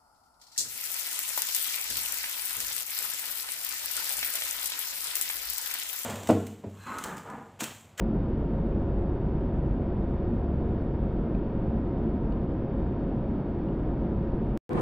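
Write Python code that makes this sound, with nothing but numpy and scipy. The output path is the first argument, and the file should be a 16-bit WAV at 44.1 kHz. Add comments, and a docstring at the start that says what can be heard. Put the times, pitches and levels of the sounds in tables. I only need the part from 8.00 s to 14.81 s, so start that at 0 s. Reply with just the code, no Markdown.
"""Airliner cabin by the engine

A window seat in cruise: turbulent air on the skin is coloured noise, roaring through wall and cabin.
The fan shaft's throbbing drone, faster shafts and whining fans are wandering sines; slipping trim ticks as
struck modes. The mono bed breaks off with a click into a near-silent gap, then returns with more clicks
as a brighter, wider roar of stereo noise from another part of the flight, swelling to the end."""
import sys
import numpy as np
from scipy import signal
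from scipy.fft import rfft, irfft
from scipy.io import wavfile

SR = 44100
rng = np.random.default_rng(int(sys.argv[2]) if len(sys.argv) > 2 else 0)


def transcribe(signal):
    """Save signal, clipped to [-1, 1], as a 16-bit WAV file at the path in sys.argv[1]."""
    frames = np.atleast_2d(signal).T
    limited = np.clip(frames, -1, 1)
    pcm = np.round(limited * 32767).astype(np.int16)
    wavfile.write(sys.argv[1], SR, pcm)


N = 300321
T = np.arange(N) / SR  # time/s
HZ = np.fft.rfftfreq(N, 1 / SR)

# airflow through the wall: f/Hz, relative density/dB per Hz
ROAR = [(15, -5), (50, -0.5), (120, -2), (330, -6), (480, -15), (620, -17.5), (850, -24.5), (1350, -32),
        (1900, -40.5), (2600, -47.0), (3700, -52.5), (4300, -57.5), (5800, -67), (7000, -87)]
ROAR_DB = -28.5
# resonances and hollows of the cabin: f/Hz, width/Hz, level/dB
CABIN_COLOUR = [(31.8, 5.5, -10.5), (71, 9, 4), (113, 18, -3), (191.5, 17, 2.5), (225, 20, 4),
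                (254, 16, -2), (372, 66, 2), (510, 20, -0.5), (713, 31, 3.5), (1000, 65, 2.5),
                (1136, 110, -2.5), (2017, 50, -18.5), (2110, 62, 1.5), (3750, 280, 0), (4010, 260, -6)]
# slow level moves of the deep rumble: t/s, level/dB
RUMBLE_LEVEL = [(0, -3), (0.5, 0), (1.3, 1.5), (2, 0.5), (2.65, 2), (3.3, -0.5), (4.3, 0), (5.5, -3.5),
                (6.5, 2)]
RUMBLE_TOP_HZ = 95

# the fan shaft's deep drone, and the rate and depth (0-1) of its throb
DRONE_HZ, DRONE_BASE_DB = 46.65, -35
THROB_HZ, THROB_DEPTH = 6.5, .28
# level moves of the drone around its base: t/s, level/dB
DRONE_LEVEL = [(0, 0), (1.4, 1), (3.3, 0), (3.7, -7), (4.4, -4.5), (5.4, -4.5), (5.8, -1), (6.5, -3.5)]
# faster engine shafts and overtones: f/Hz, level/dB, unsteady share/0-1
SHAFTS = [(137, -44.5, .3), (263.5, -53, .7), (341.5, -46.5, .65), (420, -59, .5), (466, -56, .4)]
# cabin fans and pumps: f/Hz, level/dB, unsteady share/0-1
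WHINES = [(542.8, -48.8, .15), (683, -62, .3), (851, -66, .4), (916, -67, .4), (931.7, -58, .15),
          (1863.4, -79, .5), (3730, -91, .8)]

# trim ticks: t/s, peak level before dulling/dB, pitch factor, lesser-mode level/dB, ring-time factor
TICKS = [(3.3485, -49, 0.87, -6, .55), (4.3235, -49.5, 1.02, 1, .6), (5.686, -53, 1.02, -22, .85)]
# main mode of the trim panel, before each tick's pitch and ring-time factors
PANEL_HZ, PANEL_T60_S = 2800, 0.018
# lesser modes, before the same factors: f/Hz, level against the main mode/dB, t60/s
LESSER_MODES = [(2000, -2, .012), (2450, -2, .012), (3450, -9, .012), (4480, -6.5, .014), (5000, -9, .012)]

# the gap, and the cabin remnant that dies away in it
DROPOUT_S, RETURN_S = 6.575, 6.693
REMNANT_DB, REMNANT_T60_S = -26, 0.038
# clicks at the break, the return and the stutters: t/s, step level/dB
CLICKS = [(6.575, -27), (6.693, -33.5), (6.7333, -33), (6.7933, -39)]

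# the brighter roar: f/Hz, relative density/dB per Hz
LATE_ROAR = [(43, -3), (130, 1), (280, -1), (440, -2.5), (620, -12), (1050, -13.5), (1800, -26),
             (3000, -37), (5800, -50), (9000, -49), (12000, -62), (15500, -69)]
# resonances and hollows of the brighter roar: f/Hz, width/Hz, level/dB
LATE_COLOUR = [(140, 80, 1.5), (410, 62, 3.5), (594, 81, 0), (1780, 120, 2), (2150, 160, -2.5),
               (2290, 71, 5), (7300, 1000, 0), (8600, 600, 5)]
# likeness of its left and right sides: f/Hz, correlation/0-1
LATE_LIKENESS = [(100, 0.99), (300, 0.74), (520, 0.61), (900, 0.025), (8000, 0.036)]
# its base level, the offset it fades in from, the fade time and the steady growth
LATE_DB, LATE_FROM_DB, LATE_ATTACK_S, LATE_RISE_DB_PER_S = -27.5, -7.5, 0.019, 41
# surges of its bass: t/s, level/dB
LATE_BASS = [(6.693, -1), (6.705, -2), (6.718, 2), (6.738, -1.5), (6.756, 1), (6.783, -1.5), (6.802, 2.5)]
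# surges of its midrange: t/s, level/dB
LATE_MIDS = [(6.693, -4), (6.712, -1), (6.731, 1), (6.737, -6.5), (6.748, -.5), (6.765, -2), (6.779, 3),
             (6.805, -1.5)]
# moves of its treble: t/s, level/dB
LATE_TREBLE = [(6.693, -2), (6.725, -5), (6.738, -7), (6.752, -3.5), (6.775, -1), (6.805, -.5)]
BASS_TOP_HZ, TREBLE_FROM_HZ = 800, 5000

BAND_LIMIT_HZ = 15700


def gain_of(db):
    """Decibels to an amplitude factor."""
    return 10 ** (np.asarray(db) / 20)


def level_over_time(points):
    """Gain curve through points of t/s, level/dB."""
    return gain_of(np.interp(T, *np.transpose(points)))


def evened(x):
    """Scales to rms 1."""
    return x / np.sqrt(np.mean(abs(x) ** 2) + 1e-20)


def read(points, hz):
    """Reads a spectrum on a log-frequency axis."""
    f, value = np.transpose(points)
    return np.interp(np.log(hz + 1), np.log(f + 1), value)


def humps(rows):
    """Resonances and hollows as a dB curve over frequency; each width spans half the hump's dB height."""
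    return sum(db * np.exp(-np.log(16) * ((HZ - hz) / width) ** 2) for hz, width, db in rows)


def filtered(x, gain):
    """Shapes a sound by a gain at each frequency."""
    return irfft(rfft(x) * gain, N)


def noise(gain):
    """Random noise of rms 1 with the given gain at each frequency."""
    return evened(filtered(rng.standard_normal(N), gain))


def drift(rate_hz):
    """Slow random motion of rms 1, mostly below the given rate."""
    return noise(1 / (1 + (HZ / rate_hz) ** 4))


def tones(rows, fade_hz, wander_hz):
    """Rotating parts: wandering sines, each a steady share plus one that fades in and out at random."""
    out = np.zeros(N)
    for hz, db, unsteady in rows:
        fading = evened(drift(fade_hz) + 1j * drift(fade_hz))
        turns = np.cumsum(hz + wander_hz * drift(1.0)) / SR + rng.random()
        swing = np.sqrt(1 - unsteady) + np.sqrt(unsteady) * fading
        line = swing * np.exp(2j * np.pi * turns)
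        out += gain_of(db) * evened(line.real)
    return out


def airflow(swell_db=0.02, flutter_db=0.24, boom_db=1.5, boom_hz=205, boom_width_hz=45):
    """Turbulence on the skin, coloured by wall and cabin; deep rumble swells, the cabin boom comes and goes."""
    roar = noise(gain_of(read(ROAR, HZ) + humps(CABIN_COLOUR)))
    rumble = filtered(roar, 1 / (1 + (HZ / RUMBLE_TOP_HZ) ** 8))
    boom = filtered(roar, np.exp(-((HZ - boom_hz) / boom_width_hz) ** 2))
    # add only the change in each band
    rumble_change = rumble * (level_over_time(RUMBLE_LEVEL) - 1)
    boom_change = boom * (gain_of(boom_db * drift(3.5)) - 1)
    roar = roar + rumble_change + boom_change
    # eddies press on the whole wall at once, so all bands waver together
    eddies_db = swell_db * drift(1.0) + flutter_db * drift(21)
    return gain_of(ROAR_DB + eddies_db) * roar


def drone(unsteady=0.02, fade_hz=6.3, throb_wander_hz=.5):
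    """A slightly unbalanced fan shaft shakes the cabin: an uneven throb that sinks and partly recovers."""
    throb_turns = np.cumsum(THROB_HZ + throb_wander_hz * drift(2.8)) / SR
    throb = 1 + THROB_DEPTH * np.sin(2 * np.pi * throb_turns)
    hum = tones([(DRONE_HZ, DRONE_BASE_DB, unsteady)], fade_hz, wander_hz=0.12)
    return level_over_time(DRONE_LEVEL) * throb * hum


def shafts():
    """Faster engine shafts and their overtones sing as wavering lines."""
    return tones(SHAFTS, fade_hz=3.1, wander_hz=.2)


def fans():
    """Cabin fans and pumps whine as thin, wavering lines."""
    return tones(WHINES, fade_hz=4, wander_hz=0.3)


def trim(scrape=.15, scrape_t60_s=0.008, dull_hz=5200):
    """A plastic panel slips: a tiny scrape rings its modes, the lesser ones more when sharp; seats dull it."""
    t = np.arange(SR // 10) / SR
    out = np.zeros(N)
    for start_s, db, pitch, sharp_db, length in TICKS:
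        modes = [(PANEL_HZ, 0, PANEL_T60_S)]
        modes += [(hz, mode_db + sharp_db, t60) for hz, mode_db, t60 in LESSER_MODES]
        ring = np.zeros(len(t))
        for hz, mode_db, t60 in modes:
            decay = gain_of(mode_db - 60 * t / (t60 * length))
            ring += decay * np.sin(2 * np.pi * hz * pitch * t)
        ring *= 1 - np.exp(-t / .0005)  # soft onset
        slip = scrape * rng.standard_normal(len(t)) * gain_of(-60 * t / scrape_t60_s)
        slip[0] += 1  # the sudden release
        tick = signal.fftconvolve(slip, ring)[:len(t)]
        out[round(start_s * SR):][:len(t)] += gain_of(db) * tick / abs(tick).max()
    return filtered(out, 1 / (1 + (HZ / dull_hz) ** 12))


def clicks(decay_s=.0003):
    """Each break in the sound is a sudden step that sinks straight back."""
    t = np.arange(SR // 100) / SR
    out = np.zeros(N)
    for start_s, db in CLICKS:
        part = out[round(start_s * SR):][:len(t)]
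        part += gain_of(db) * np.exp(-t[:len(part)] / decay_s)
    return out


def late_airflow(buffet_db=0.1, buffet_hz=55):
    """Brighter noise grows in uneven surges, its treble dipping then opening; bass shared, treble diffuse."""
    left, other = rfft(rng.standard_normal((2, N)))
    same = read(LATE_LIKENESS, HZ)
    right = same * left + np.sqrt(1 - same ** 2) * other
    colour = gain_of(read(LATE_ROAR, HZ) + humps(LATE_COLOUR))
    roar = evened(irfft(np.array([left, right]) * colour, N))
    bass = filtered(roar, HZ <= BASS_TOP_HZ)
    mids = filtered(roar, (HZ > BASS_TOP_HZ) & (HZ < TREBLE_FROM_HZ))
    treble = filtered(roar, HZ >= TREBLE_FROM_HZ)
    for band, level in (bass, LATE_BASS), (mids, LATE_MIDS), (treble, LATE_TREBLE):
        roar = roar + band * (level_over_time(level) - 1)
    age = np.maximum(T - RETURN_S, 0)
    attack_db = LATE_FROM_DB * np.maximum(1 - age / LATE_ATTACK_S, 0)
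    growth_db = LATE_RISE_DB_PER_S * age
    return roar * gain_of(LATE_DB + attack_db + growth_db + buffet_db * drift(buffet_hz))


def scene():
    """The mono cabin, a click and a near-silent gap, then the brighter stereo roar with its clicks."""
    cabin = airflow() + drone() + shafts() + fans() + trim()
    remnant = gain_of(REMNANT_DB - 60 * np.maximum(T - DROPOUT_S, 0) / REMNANT_T60_S)
    # 1 ms ramps on both sides of the gap
    before = np.clip((DROPOUT_S - T) / .001, 0, 1)
    after = np.clip((T - RETURN_S) / .001, 0, 1)
    return cabin * np.maximum(before, remnant) + late_airflow() * after + clicks()


def record(dry):
    """A 4 ms soft start, then a steep low-pass as the band limit."""
    fade_in = np.minimum(T / .004, 1)
    low_pass = signal.firwin(511, BAND_LIMIT_HZ, window=("kaiser", 9), fs=SR)
    return signal.oaconvolve(dry * fade_in, low_pass[None], "same")


dry = scene()
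out = record(dry)
transcribe(out)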